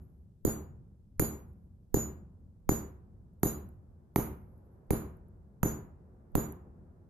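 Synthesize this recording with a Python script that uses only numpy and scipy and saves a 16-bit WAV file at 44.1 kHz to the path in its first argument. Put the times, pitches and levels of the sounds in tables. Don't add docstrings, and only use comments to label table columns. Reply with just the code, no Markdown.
import sys
import numpy as np
from scipy import signal
from scipy.fft import rfft, irfft, next_fast_len
from scipy.io import wavfile
from scipy.ndimage import uniform_filter1d, minimum_filter1d, map_coordinates

SR = 44100
rng = np.random.default_rng(int(sys.argv[2]) if len(sys.argv) > 2 else 0)


def decibels_to_gain(level_db):
    exponent = np.asarray(level_db, float) / 20
    return 10 ** exponent


def persist_wave(psi):
    counts = np.round(np.clip(psi, -1, 1) * 32767).astype(np.int16)
    wavfile.write(sys.argv[1], SR, np.atleast_2d(counts).T)


N = 312669
T = np.arange(SR) / SR
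TOP_HZ = 14550

# start_s, crack_db, ping_db, second_ping_db, shimmer_db
BLOWS = [
    (0.45, -34.5, -45.5, -55, -31.5),
    (1.196, -21, -41, -54.5, -28),
    (1.943, -30, -39.5, -51, -30),
    (2.6913, -20.5, -42, -48, -30),
    (3.432, -21.5, -41.5, -51.5, -28.5),
    (4.16, -18.5, -56, -54.5, -32),
    (4.906, -23.5, -56, -57.5, -33.5),
    (5.631, -18.5, -45, -49, -33.5),
    (6.353, -20.5, -47.5, -61, -35),
]
EARLIER_BLOW = [(-.29, -30, -46, -55, -33)]

# pitch_hz, level_db, t60_s
STAND_MODES = [(65, -17, .06), (140, -12, .045), (160, -12, .05), (215, -7, .045), (310, -1.5, .028),
               (395, -11, .045)]
# pitch_hz, level_db, t60_s
AIR_MODES = [(41.86, -37.5, 0.95), (69.73, -22.5, 1), (75.98, -25, 0.9), (128.6, -18.5, 0.26),
             (145.2, -26.5, 0.34), (178.5, -27.5, 0.34), (246, -27.5, .4), (366.7, -25, 0.65)]
# delay_s, gain
WALLS = [(.0153, .2), (.0207, -.35), (.0224, .3), (.0253, .45), (.0268, -.3), (.0333, .4), (.041, .2),
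         (.0505, .15)]
# frequency_hz, t60_s
SHED_DECAY = [(30, .3), (80, .55), (400, .42), (1000, .5), (2500, .45), (4000, .32), (7000, .25),
              (12000, .27)]
# frequency_hz, correlation
ALIKE = [(60, .9), (300, 0.9), (640, 0.28), (1400, 0)]

# frequency_hz, density_db_per_hz
KNOCK = [(300, -12), (600, -2), (900, -1.5), (1400, -6), (2000, -15.5), (2800, -19), (3600, -22),
         (5000, -41)]
# frequency_hz, density_db_per_hz
JOLT = [(25, -2), (150, 0), (350, -5), (550, -20), (900, -30), (2000, -55)]
# frequency_hz, density_db_per_hz
CRACK = [(200, -16.5), (550, -6), (900, 6.5), (1500, -8.5), (2200, -10), (3500, -37.5), (9000, -53.5),
         (14400, -28)]
# frequency_hz, left_minus_right_db
PORTS = [(3000, 0), (4600, 8), (6200, 6), (7000, -2), (9000, -16), (11600, -21), (13000, -12), (14400, 2)]

# pitch_hz, level_under_shimmer_db, t60_s
STEEL_MODES = [(2874, -35.5, 0.18), (3950, -17, 0.036), (4066, -27.5, .1), (4615, -17.5, 0.07),
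               (5278, -24, 0.029), (5800, -30.5, 0.18), (6595, -25.5, 0.089), (6770, -19.5, 0.093),
               (7600, -24, 0.094), (8160, -29, 0.053), (10610, -9, .04), (11840, -18.5, 0.13),
               (11700, -16.5, 0.068), (10900, -19.5, 0.13), (13000, -5.5, .045), (14400, -12, 0.045)]
# pitch_hz, t60_s
PING = (6950, .13)
# pitch_hz, t60_s
SECOND = (6190, .08)
# frequency_hz, density_db_per_hz
SHIMMER_LEFT = [(2500, -50), (3500, -33), (5500, -33), (6800, -22), (7900, -44), (10150, -46), (10600, -27),
                (11600, -24), (12300, -29), (13000, -11), (13600, -16), (14400, -11)]
# frequency_hz, density_db_per_hz
SHIMMER_RIGHT = [(2500, -50), (3800, -33), (5000, -44), (6800, -23), (8600, -32), (9300, -16), (10100, -14),
                 (10600, -5), (11050, -11), (11600, 0), (12300, -9), (13000, -1), (13600, -11),
                 (14400, -14)]

# frequency_hz, density_db_per_hz
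RUMBLE = [(15, -53.5), (25, -25), (39, -4), (62, -2.5), (79, 2.5), (120, -5), (200, -7), (250, -16),
          (310, -23), (600, -35), (1300, -85.5)]
# frequency_hz, density_db_per_hz
AIR = [(150, -29), (250, 1.5), (269, -9), (363, 0), (420, -4.5), (826, -13), (1180, -20), (1530, -24),
       (3000, -48), (3900, -78.5), (6600, -120)]
# time_s, level_db
TRAFFIC = [
    (0, -87),
    (1.9, -80.5),
    (3.3, -72.5),
    (4.101, -71),
    (4.7, -65),
    (5.501, -69),
    (6.702, -64.5),
    (7.09, -68.5),
]
# low_db, low_t60_s, middle_db, middle_t60_s
YARD_ECHO = (-47.5, 2.46, -57.5, 1.54)

# start_s, peak_db, left_minus_right_db
FLAKES = [(0.0496, -71, -11.5), (1.1798, -69.5, 3), (1.485, -69.5, -6), (1.5324, -72, -13.5),
          (3.337, -78, -10), (3.3987, -68.5, -17), (3.69, -63, -23), (3.9094, -83, -12), (4.142, -72, -12),
          (4.3294, -65, -16.5), (4.578, -66, -17), (4.8687, -79, -16.5), (5.17, -67.5, -21),
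          (5.2844, -69, -8), (6.3194, -68, -6), (6.5235, -44.5, -15.5)]
# start_s, level_db, t60_s
SHOWERS = [
    (-.05, -79.5, .8),
    (1.196, -72.5, 1.14),
    (2.692, -79.5, .8),
    (3.432, -76, .9),
    (4.162, -75, 1.7),
    (4.87, -115, .5),
]
# frequency_hz, gain_db
SCALE_PORT = [(3000, -41.5), (9600, -25.5), (10600, -6.0), (11500, 7), (12200, -5), (12800, -4), (14400, -19.5)]

# frequency_hz, level_from_treble_mean_db
DROP_THRESHOLD = [(3000, -30.5), (4300, -19), (5200, -16.5), (6500, -25.5), (8000, -12), (9800, -10), (10800, -22),
                  (14500, -31.5)]
# frequency_hz, gain_db
PHONE_BAND = [(10, -12), (28, 0), (TOP_HZ - 150, 0), (TOP_HZ + 250, -35), (16000, -70)]


def unit(x):
    return x / np.sqrt(np.mean(x ** 2) + 1e-20)


def along(points, hz):
    f, v = np.transpose(points)
    return np.interp(np.log(hz + 1), np.log(f + 1), v)


def filtered(x, response):
    m = next_fast_len(x.shape[-1] + 4096)
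    spectrum = rfft(x, m) * response(np.fft.rfftfreq(m, 1 / SR))
    return irfft(spectrum, m)[..., :x.shape[-1]]


def noise(n, spectrum, alike):
    def shape(hz):
        turn = np.arccos(np.clip(along(alike, hz), -1, 1)) / 2
        return decibels_to_gain(along(spectrum, hz)) * [np.cos(turn), np.sin(turn)]

    mid, side = filtered(rng.standard_normal((2, n)), shape)
    return unit(np.array([mid + side, mid - side]))


def wobble(rate):
    knots = rng.standard_normal(int(N * rate / SR) + 4)
    return map_coordinates(knots, [np.arange(N) * rate / SR])


def ring(hz, db, t60, phase=0):
    return decibels_to_gain(db - 60 * T / t60) * np.sin(2 * np.pi * hz * T + phase)


def late(x, s):
    before = max(round(s * SR), 0)
    return np.pad(x, [(0, 0)] * (x.ndim - 1) + [(before, 0)])[..., :SR]


def between_ports(x):
    return filtered(x, lambda hz: decibels_to_gain(along(PORTS, hz) * [[.5], [-.5]]))


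def shed(x, wet_db):
    hz, t, z = signal.stft(noise(SR, [(100, 0)], ALIKE), SR, nperseg=256)
    decay = decibels_to_gain(-60 * t / along(SHED_DECAY, hz)[:, None])
    tail = signal.istft(z * decay, SR, nperseg=256)[1][:, :SR]
    tail = tail * (1 - np.exp(-(T / 0.015) ** 2))
    return decibels_to_gain(wet_db) * signal.fftconvolve(x, tail / np.linalg.norm(tail[0]), axes=1)[:, :SR]


def thud():
    stand = sum(ring(*mode) for mode in STAND_MODES) * (1 - np.exp(-T / .0004))
    stand = late(stand, .003)
    walls = sum(gain * late(stand, s) for s, gain in WALLS)
    air = sum(ring(*mode) for mode in AIR_MODES) * (1 - np.exp(-T / 0.0071))
    impulse = late(np.exp(-T * SR), .004)
    knock = decibels_to_gain(-28.5) * unit(filtered(impulse, lambda hz: decibels_to_gain(along(KNOCK, hz))))[None]
    return stand + walls + air + shed(np.array([stand] * 2), wet_db=-5) + shed(knock, wet_db=-14.5)


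def squeeze(crack_db):
    return -decibels_to_gain(crack_db + 5) * np.exp(-((T - .0008) / .0002) ** 2)


def jolt():
    level_db = -10.5 + np.array([[-2], [2]])
    rise = 1 - np.exp(-(T / .0012) ** 2)
    return noise(SR, JOLT, [(100, 0.27)]) * decibels_to_gain(level_db - 60 * T / .032) * rise


def crack(crack_db):
    burst = noise(SR, CRACK, [(100, 0.31)]) * decibels_to_gain(crack_db - 5.5 - 60 * T / 0.021)
    return between_ports(burst)


def steel(second_db, shimmer_db):
    modes = [(SECOND[0], second_db + 14, SECOND[1])]
    for hz, db, t60 in STEEL_MODES:
        modes.append((hz, shimmer_db + db + 0.5 + rng.normal(0, 0.98), t60))
    rung = 0
    for mode in modes:
        phase = 2 * np.pi * rng.random() + rng.normal(0, 1.0, (2, 1))
        rung = rung + ring(*mode, phase)
    rung = between_ports(rung * (1 - np.exp(-T / 0.0018)))

    def colour(hz):
        return decibels_to_gain([along(SHIMMER_LEFT, hz), along(SHIMMER_RIGHT, hz)])

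    dense = unit(filtered(rng.standard_normal((2, SR)), colour))
    decay = decibels_to_gain(shimmer_db + 8.5 - 60 * T / 0.015) + decibels_to_gain(shimmer_db - 3.0 - 60 * T / 0.094)
    return rung + dense * decay


def ping(db):
    hz, t60 = PING
    swell = .5 + (T / .025) ** 2
    lead = np.array([[.5], [-.5]]) * rng.normal(1.1, .3, (2, 1, 1))
    apart_hz = rng.choice([-1, 1]) * rng.uniform(9, 18)
    tone = swell * (ring(hz, 0, t60, lead[0]) + ring(hz + apart_hz, -6, t60, lead[1] - 1.2))
    tone = tone + shed(tone, wet_db=-8)
    return decibels_to_gain(db + 9.5) * tone / np.abs(tone.mean(axis=0)).max()


def hammer():
    out = np.zeros((2, N + 3 * SR))
    low = decibels_to_gain(-16) * thud()
    for s, crack_db, ping_db, *steel_db in list(EARLIER_BLOW) + list(BLOWS):
        shaken, cracked = jolt(), crack(crack_db)
        bright = late(steel(*steel_db), 0.00032)
        answer = shed(bright + decibels_to_gain(-9.5) * cracked, wet_db=0.5)
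        blow = low + squeeze(crack_db) + shaken + cracked + bright + answer + ping(ping_db)
        out[:, SR + round(s * SR):][:, :SR] += blow
    return out[:, SR:SR + N]


def after(starts, db, t60):
    since = np.arange(N) / SR - np.reshape(starts, (-1, 1))
    since = np.clip(since, 0, None)
    rise = 1 - np.exp(-since / 0.034)
    fall = decibels_to_gain(np.reshape(db, (-1, 1)) - 60 * since / np.reshape(t60, (-1, 1)))
    return np.sum(rise * fall, axis=0)


def yard():
    starts = [blow[0] for blow in list(EARLIER_BLOW) + list(BLOWS)]
    low_db, low_t60, mid_db, mid_t60 = YARD_ECHO
    traffic = decibels_to_gain(np.interp(np.arange(N) / SR, *np.transpose(TRAFFIC)))
    rumble = np.hypot(decibels_to_gain(-58.5), after(starts, low_db, low_t60)) * decibels_to_gain(1.5 * wobble(6.3))
    air = np.hypot(traffic, after(starts, mid_db, mid_t60)) * decibels_to_gain(0.45 * wobble(3.9))
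    return rumble * noise(N, RUMBLE, ALIKE) + air * noise(N, AIR, ALIKE)


def scale():
    ticks = np.zeros((2, N + SR))
    for s, db, pan_db in FLAKES:
        level_db = db + 6 + pan_db * np.array([[.5], [-.5]])
        tick = decibels_to_gain(level_db - 60 * T / 0.0085) * rng.standard_normal((2, SR))
        ticks[:, round(s * SR):][:, :SR] += tick
    grain = decibels_to_gain(12 + 3.6 * wobble(36) + [[-14], [0]])
    hiss = after(*np.transpose(SHOWERS)) * grain * rng.standard_normal((2, N))
    return filtered(ticks[:, :N] + hiss, lambda hz: decibels_to_gain(along(SCALE_PORT, hz)))


def scene():
    return hammer() + yard() + scale()


def drop_weak_treble(x):
    hz, _, z = signal.stft(x, SR, nperseg=1024)
    power = np.roll(abs(z) ** 2, -2, axis=2)
    treble = (hz > 3000) & (hz < TOP_HZ)
    mean = power[:, treble].mean(axis=1, keepdims=True)
    band = uniform_filter1d(power, size=5, axis=1)
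    band = abs(uniform_filter1d(band, size=3, axis=2))
    dropped = treble[:, None] & (band < mean * decibels_to_gain(along(DROP_THRESHOLD, hz))[:, None] ** 2)
    lost = signal.istft(z * dropped, SR, nperseg=1024)[1][:, :N]
    curvature = np.diff(x, n=2, prepend=0, append=0)
    edge = abs(uniform_filter1d(np.sum(curvature ** 2, axis=0), size=128))
    attack = 1. * (edge > 300 * np.roll(edge, round(0.0089 * SR)))
    spared = -minimum_filter1d(-attack, size=1025, origin=-512)
    return x - lost * (1 - uniform_filter1d(spared, size=128))


def top_cut(x):
    return signal.sosfilt(signal.butter(12, 15860, fs=SR, output="sos"), x)


def record(dry):
    keep = np.exp(-1 / (0.013 * SR))
    power = signal.lfilter([1 - keep], [1, -keep], np.mean(dry ** 2, axis=0))
    ducked = dry * (1 + power / decibels_to_gain(-31) ** 2) ** -.15
    thinned = drop_weak_treble(ducked + decibels_to_gain(-90) * rng.standard_normal(dry.shape))
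    heard = filtered(thinned, lambda hz: decibels_to_gain(along(PHONE_BAND, hz)))
    mix = heard + decibels_to_gain(-103.5) * rng.standard_normal(dry.shape)
    return top_cut(mix)


dry = scene()
out = record(dry)
persist_wave(out)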